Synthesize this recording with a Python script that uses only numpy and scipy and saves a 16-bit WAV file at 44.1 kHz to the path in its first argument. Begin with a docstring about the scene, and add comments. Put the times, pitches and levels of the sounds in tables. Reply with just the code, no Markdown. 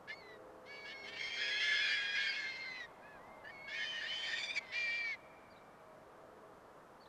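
"""Gulls on a river

A flock squabbles over wide, calm water, heard in mono from the shore. Each cry is a harmonic voice with
one partial singing out, and its irregular cycles add a hoarse rasp. The near shore scatters the calls
and the far bank returns a dull echo. Behind them are the noise of a town and its traffic, the chord of
a distant train horn and the thin whistles of a small bird."""
import sys
import numpy as np
from scipy import signal
from scipy.fft import rfft, irfft, next_fast_len
from scipy.io import wavfile

SR = 44100
rng = np.random.default_rng(int(sys.argv[2]) if len(sys.argv) > 2 else 0)


def wav_record(signal):
    """Record a signal, one row per channel, as 16-bit PCM in the file named by sys.argv[1]."""
    frames = np.transpose(np.atleast_2d(signal))
    bounded = np.clip(frames, -1, 1)
    # unit amplitude maps onto the largest positive 16-bit level
    quanta = np.round(bounded * 32767).astype(np.int16)
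    wavfile.write(sys.argv[1], SR, quanta)


N = 312228
TIME = np.arange(N) / SR
BAND_EDGE_HZ = 13800


def gain_of(db):
    """The decibel scale: 20 dB is a factor of ten in amplitude."""
    return 10 ** (np.asarray(db) / 20)


def spectrum_at(points, hz):
    """Interpolation of a spectrum on a logarithmic frequency axis."""
    freqs, db = np.transpose(points)
    return np.interp(np.log(hz + 1), np.log(freqs + 1), db)


def add(mix, t, sound):
    """Superposition: a sound joins the mix at times t, with short ramps against clicks."""
    fade_s = min(.016, (t[-1] - t[0]) / 6)
    ramps = np.minimum(np.minimum(t - t[0], t[-1] - t) / fade_s, 1)
    part = mix[max(round(t[0] * SR), 0):][:len(sound)]
    part += (sound * ramps)[:len(part)]


def unit_rms(x):
    """Normalisation to unit mean power."""
    return x / np.sqrt(np.mean(x ** 2) + 1e-20)


def coloured_noise(size, points):
    """Spectral shaping of white noise, at rms 1."""
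    padded = next_fast_len(size)
    shape = gain_of(spectrum_at(points, np.fft.rfftfreq(padded, 1 / SR)))
    return unit_rms(irfft(rfft(rng.standard_normal(size), padded) * shape, padded)[:size])


def wander(size, hz):
    """A random fluctuation band-limited to hz, with rms near 1."""
    knots = rng.standard_normal(int(size * 2 * hz / SR) + 4)
    fine = signal.resample(knots, 10 * len(knots))
    return np.interp(np.arange(size) * (20 * hz / SR), np.arange(len(fine)), fine)


def far_tone(size, hz, waver):
    """Propagation over a long air path modulates a tone in frequency and amplitude."""
    pitch = hz * (1 + waver * wander(size, hz=14))
    fading = 1 + .44 * wander(size, hz=5)
    return unit_rms(np.sin(2 * np.pi * np.cumsum(pitch) / SR) * fading)


def town():
    """Broadband noise: the steady hum of a town, and swells of tyre noise from a bridge."""
    # Spectra of hum and tyres. 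Each row: frequency in Hz, relative spectral density in dB.
    hum_spectrum = [(25, -20), (170, -10), (320, -11), (570, -6.5), (1250, -10.5), (1700, -17.5),
                    (2300, -26.5), (3900, -33), (13500, -42.5)]
    tyre_spectrum = [(400, 2), (720, 10.5), (1150, 11), (1700, -28.5)]
    # Swell of the traffic. Each row: time in seconds, level in dB.
    tyre_levels = [(0, -67.5), (2.5, -67), (3.3, -59), (3.8, -67), (4.4, -60.5), (5.1, -69.5), (7, -78)]
    hum = coloured_noise(N, hum_spectrum) * gain_of(-59.5)
    tyres = coloured_noise(N, tyre_spectrum) * gain_of(np.interp(TIME, *np.transpose(tyre_levels)))
    return hum + tyres


def train_horn():
    """Atmospheric fading: a distant five-note chord carries over in two long swells."""
    # Notes of the chord. Each row: frequency in Hz, base level in dB.
    notes = [(323, -74), (403, -69.5), (436, -69.5), (513, -67.5), (648, -68.5)]
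    # How much the air carries over. Each row: time in seconds, gain in dB.
    carried = [(0, -2), (.5, 4), (1, -1), (1.5, 3), (2.2, -8), (5.6, -21.5), (6.3, 3.5), (7, -12)]
    chord = sum(gain_of(db) * far_tone(N, hz, waver=.00483) for hz, db in notes)
    return chord * gain_of(np.interp(TIME, *np.transpose(carried)))


def gull_voice(t, hz, harmonic, tone_db, octave_db, buzz_db, rasp_db, roughness):
    """Source and filter: the throat shapes a harmonic series whose cycles partly break into a rasp.
    One harmonic sings out at hz and tone_db; its octave, the buzz and the rasp are offset from it."""
    # Colour of the throat across the water. Each row: frequency in Hz, gain in dB.
    throat = [(1100, -28.5), (1480, -6.5), (1720, -0.5), (2000, -0.5), (2300, -5.5), (2750, -7.5),
              (3250, -9), (3800, -13.5), (4900, -14.5), (5800, -24), (7200, -32.5), (9000, -43),
              (13000, -63)]
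    throat_at_tone, throat_at_octave = spectrum_at(throat, hz), spectrum_at(throat, 2 * hz)
    size, harmonic = len(t), round(harmonic)
    quaver = .01365 * wander(size, hz=45)
    jitter = .0187 * wander(size, hz=260)
    fundamental = hz / harmonic * (1 + roughness * (quaver + jitter))
    phase = 2 * np.pi * np.cumsum(fundamental) / SR
    uneven_phase = phase + 2 * np.pi * np.cumsum(fundamental * .034 * wander(size, hz=330)) / SR
    voice, rasp = np.zeros(size), np.zeros(size)
    for k in range(1, int(BAND_EDGE_HZ / fundamental.mean())):
        # opening wide for a high harmonic thins those below it by 10 dB per octave
        throat_db = spectrum_at(throat, k * hz / harmonic) - 10 * max(np.log2(harmonic / k), 0)
        bill_db = 3.5 * wander(size, hz=9)  # the bird turns its head and works its bill
        if k == harmonic:
            offset_db = 0
        elif k == 2 * harmonic:
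            offset_db = octave_db
        elif k % harmonic == 0:  # higher overtones of the singing harmonic fall away
            offset_db = octave_db + 1.76 * (throat_db - throat_at_octave) + bill_db
        else:  # the buzz is strongest just under the singing harmonic and its overtones
            boost_db = 8 * (k % harmonic == harmonic - 1)
            offset_db = buzz_db + throat_db - throat_at_tone / 2 + boost_db + bill_db / 2
        lag = rng.uniform(0, 2 * np.pi)
        voice += np.sqrt(2) * gain_of(tone_db + offset_db) * np.cos(k * phase + lag)
        rasp += gain_of(throat_db + bill_db) * np.sin(k * uneven_phase + lag)
    voice *= 1 + .4 * roughness * wander(size, hz=260)  # shimmer
    breath = .33 * coloured_noise(size, throat)
    hoarseness = gain_of(tone_db + rasp_db - 3) * unit_rms(unit_rms(rasp) + breath)
    stutter = gain_of(3.5 * roughness ** 2 * wander(size, hz=35))  # the roughest cries catch and break
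    return stutter * (voice + hoarseness)


def yelp(start, length, hz, rise, db, octave_db, rasp_db, roughness):
    """A linear frequency sweep: a short bark climbs on its third harmonic and breaks off."""
    t = np.arange(0, length, 1 / SR)
    tone_db = db - 4.5 * (2 * (t / length - .56)) ** 2  # loudest a little past the middle
    pitch = hz * (1 + rise * (t / length - .5))
    cry = gull_voice(t, pitch, 3, tone_db, octave_db, buzz_db=-16.5, rasp_db=rasp_db, roughness=roughness)
    return start + t, cry


def yelps():
    """Transient calls: single gulls bark in short upward sweeps."""
    # Each row: start and length in seconds, mid-cry pitch in Hz, rise as a share of the pitch,
    # peak tone level in dB, octave and rasp offsets in dB, roughness from 0 to 1.
    barks = [ (0.074, 0.047, 1720, 0.074, -47, -18, -0.5, 0.3),
             (0.096, 0.052, 2104, 0.034, -47.5, -13, -10, 0.42), (0.843, .1, 1732, .12, -52.5, -9, 4, .3),
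             (1.499, .1, 2087, .11, -44.5, -5.5, -5, 0.52), (1.628, .15, 1717, 0.0088, -38, -23, -3, 0.5),
             (1.882, 0.08, 1762, .04, -41, -26, 2.5, 0.2), (2.13, 0.17, 1740, 0.056, -44.5, -13, -1, 0.53),
             (3.434, 0.088, 1767, 0.12, -52, -30, -15, 0.7), (3.671, .11, 1755, .15, -47, -13, 1, 0.35),
             (3.77, 0.11, 1733, .12, -45, -9, -7.5, 0.29), (4.002, 0.082, 1783, .16, -43.5, -13, -3, 0.84),
             (4.253, .15, 1834, 0.051, -47, -19, 8, 0.57)]
    out = np.zeros(N)
    for bark in barks:
        add(out, *yelp(*bark))
    return out


def mews():
    """Parabolic modulation: soft calls of farther gulls arch in level and, about a glide, in pitch."""
    # Each row: start and length in seconds, singing harmonic's number, its mid-cry pitch in Hz, glide in
    # Hz per second, arch as a share of the pitch, peak tone level in dB, octave offset in dB.
    calls = [ (0.127, 0.11, 4, 2235, -600, 0.075, -65, 1.5), (0.199, 0.18, 4, 1993, -1100, 0.0036, -59, -9),
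             (3.01, .19, 2, 1720, -500, .11, -59, -34), (3.01, .15, 3, 2580, 900, .08, -67, -28),
             (3.181, 0.3, 4, 2120, 403, 0.13, -65.5, -27)]
    out = np.zeros(N)
    for start, length, harmonic, hz, glide, arch, db, octave_db in calls:
        t = np.arange(0, length, 1 / SR)
        ends = (2 * t / length - 1) ** 2
        pitch = (hz + glide * (t - length / 2)) * (1 - arch * ends)
        cry = gull_voice(t, pitch, harmonic, db - 6 * ends, octave_db, buzz_db=-21, rasp_db=-9, roughness=.4)
        add(out, start + t, cry)
    return out


def wails():
    """Attack, sustain and release: a held cry scoops up out of a rasp, glides, then droops and fades."""
    # Each row: start and length in seconds, singing harmonic's number, its mid-cry pitch in Hz, glide in
    # Hz per second, final droop as a share of the pitch, mid-cry tone level in dB, swell in dB per
    # second, octave, buzz and rasp offsets in dB, roughness from 0 to 1.
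    cries = [ (0.649, .45, 4, 2226, -150, 0.027, -54, -0.5, -9.5, -15.5, -6.5, 0.2),
             (0.932, 0.16, 5, 2770, -1200, .01, -76.5, -7, 10, -5, -1, 0),
             (1.061, 0.48, 5, 2306, 152, 0.025, -53.5, 21, -7.5, -25, 5, 0.71),
             (1.152, 0.64, 3, 3212, -60, 0.026, -49.5, 11.5, -14, -4, 2.5, 0.5),
             (1.36, 0.54, 2, 1698, 70, 0.025, -44, 2.5, -2.5, -11.5, -1.5, 0.32),
             (1.589, 0.5, 3, 2124, -47.5, 0.012, -49.5, -6, -29, -26, 7, 0.56),
             (1.708, .63, 2, 1651, -58, 0.064, -45.5, -4, -0.5, -17, -1, 0.4),
             (1.777, .21, 3, 2383, -300, 0.018, -42.5, -6, -19.5, -12, -1.5, .35),
             (1.932, .38, 3, 2433, -200, 0.041, -47, 5, -22, -16.5, 0.5, .3),
             (2.14, .45, 4, 2156, -280, .02, -47, -8.5, -7, -21, 2, .4),
             (2.549, .32, 4, 2042, -750, 0.073, -47, -11, -9.5, -20, -7.5, 0.48),
             (2.312, .18, 2, 1710, -100, 0.019, -52.5, -24, -10, -25, 6, 0),
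             (3.471, .39, 4, 2195, -230, 0.037, -53, 37, -15.5, -21.5, -17, 0.39),
             (3.73, 0.61, 3, 1852, 9.5, 0.0094, -56.5, -2.5, -20, 0, 8.5, 0.19),
             (3.72, .33, 5, 3075, -37.5, .01, -53, -4, -13.5, -20, -10.5, .2),
             (3.817, .215, 5, 3003, -1200, 0.033, -48.5, -15, -26.5, -26, -16.5, .45),
             (4.049, 0.25, 5, 3072, 706, .03, -44.5, -20, -28, -29, -10, 0.33),
             (4.085, 0.38, 3, 3472, 549.5, 0.013, -56, 32, -13, -7.5, 9, 0.56),
             (4.568, 0.26, 4, 2036, -900, .02, -56, 22, -17.5, -14, -4.5, .4),
             (4.712, .45, 5, 2338, -170, .16, -39.5, -8.5, -17.5, -17.5, -10, 0.24)]
    attack_s, attack_db, release_s, release_db = .052, -10.5, .05, -10
    out = np.zeros(N)
    for start, length, harmonic, hz, glide, droop, db, swell, octave_db, buzz_db, rasp_db, rough in cries:
        t = np.arange(0, length, 1 / SR)
        opening = np.maximum(1 - (t / attack_s) ** 2, 0)
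        closing = np.maximum(1 - (length - t) / release_s, 0)
        scoop = .09 * opening ** 2
        bend = 1 - scoop - droop * (t / length) ** 12 + .006 * wander(len(t), hz=8)
        pitch = (hz + glide * (t - length / 2)) * bend
        tone_db = db + swell * (t - length / 2) + attack_db * opening + release_db * closing ** 2
        # the rasp sets in ahead of the tone and overshoots, so the cry opens hoarse
        onset_db = attack_db * np.exp(-2 * t / attack_s) + 9 * np.exp(-t / (2 * attack_s))
        hoarse_db = rasp_db + onset_db - attack_db * opening
        add(out, start + t, gull_voice(t, pitch, harmonic, tone_db, octave_db, buzz_db, hoarse_db, rough))
    return out


def squawks():
    """Aperiodic vibration: in these short, forced bursts the rasp outweighs the tone."""
    # Each row: start and length in seconds, mid-cry pitch of the second harmonic in Hz, glide in Hz per
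    # second, peak tone level in dB, buzz and rasp offsets in dB.
    bursts = [ (1.03, 0.059, 2103, -3000, -57, -4.5, 6.5), (4.226, 0.041, 2290, -5000, -48.5, -13.5, 7.5),
              (4.38, 0.046, 2330, 600, -51.5, -12, 10), (4.426, 0.049, 2400, -3.5, -51, 2, 11),
              (4.466, 0.088, 2380, 2999, -50.5, 3, 8.5), (4.543, .053, 2380, -6000, -43, -17, 7)]
    octave_db = -13
    out = np.zeros(N)
    for start, length, hz, glide, db, buzz_db, rasp_db in bursts:
        t = np.arange(0, length, 1 / SR)
        ends = (2 * t / length - 1) ** 2
        pitch = (hz + glide * (t - length / 2)) * (1 - .03 * ends)
        cry = gull_voice(t, pitch, 2, db - 3 * ends, octave_db, buzz_db, rasp_db, roughness=.75)
        add(out, start + t, cry)
    return out


def squabble(gap_s=.08):
    """Incoherent sources overlap: the rest of the flock joins in with yelps of random time and pitch."""
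    # Each row: start and end of a bout in seconds, peak tone level of each yelp in dB.
    bouts = [(1.55, 2.05, -51), (3.72, 4.2, -59)]
    out = np.zeros(N)
    for start, end, db in bouts:
        for slot in np.arange(start, end, gap_s):
            late, long, high, steep = rng.random(4)
            add(out, *yelp(slot + late * gap_s, length=.13 * (1 + long), hz=1650 * (1 + high / 2),
                           rise=.05 * steep, db=db, octave_db=-9, rasp_db=-12, roughness=.24))
    return out


def traffic_whine():
    """A narrow-band tone drifts in pitch and level among the distant traffic."""
    # Each row: time in seconds, frequency in Hz, level in dB.
    course = [(2.5, 627.4, -76), (3.2, 632.6, -64.5), (5.3, 641, -70), (6, 623, -65)]
    times, hz, db = np.transpose(course)
    t = np.arange(times[0], times[-1], 1 / SR)
    tone = far_tone(len(t), np.interp(t, times, hz), waver=.01052)
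    out = np.zeros(N)
    add(out, t, gain_of(np.interp(t, times, db)) * tone)
    return out


def small_bird(arch=.135):
    """Frequency modulation of a pure tone: thin, quick whistles that arch about a glide."""
    # Each row: start and length in seconds, mean pitch in Hz, glide in Hz per second, base level in dB.
    notes = [(5.5, 0.039, 4450, -22000, -73), (5.559, .028, 3800, 0, -71), (7.001, .046, 4340, -8000, -70),
             (7.055, 0.019, 3800, 50000, -68)]
    out = np.zeros(N)
    for start, length, hz, glide, db in notes:
        t = np.arange(0, length, 1 / SR)
        pitch = hz * (1 + arch * (np.sin(np.pi * t / length) - 2 / np.pi)) + glide * (t - length / 2)
        add(out, start + t, np.sqrt(2) * gain_of(db) * np.sin(2 * np.pi * np.cumsum(pitch) / SR))
    return out


def bank_echoes(x, near_db, far_db=-32, near_t60_s=.16, far_t60_s=2.64, build_s=.14, dull_hz=2600):
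    """Diffuse reflection: a short scatter from the near shore, a late, dull echo from the wooded bank."""
    t = TIME[:2 * SR]
    near, far = rng.standard_normal((2, len(t)))
    near *= gain_of(-60 * t / near_t60_s)
    far = signal.lfilter(*signal.butter(2, dull_hz, fs=SR), far)
    far *= gain_of(-60 * t / far_t60_s) * np.minimum(t / build_s, 1) ** 2
    response = gain_of(near_db) * near / np.linalg.norm(near) + gain_of(far_db) * far / np.linalg.norm(far)
    return signal.fftconvolve(x, response)[:N]


def scene():
    """Superposition of the birds, their echoes and the town, alike in both channels."""
    flock = squabble() + wails() + yelps() + squawks() + mews()
    twitter = gain_of(.5) * small_bird()
    echoes = bank_echoes(twitter, near_db=-5.5) + bank_echoes(flock, near_db=-21)
    background = town() + traffic_whine() + train_horn()
    return np.tile(flock + twitter + echoes + background, (2, 1))


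def record(dry):
    """Band limiting: a linear-phase low-pass filter removes the highest treble."""
    low_pass = signal.firwin(511, BAND_EDGE_HZ, window=("kaiser", 9), fs=SR)
    return signal.oaconvolve(dry, low_pass[None], "same")


dry = scene()
out = record(dry)
wav_record(out)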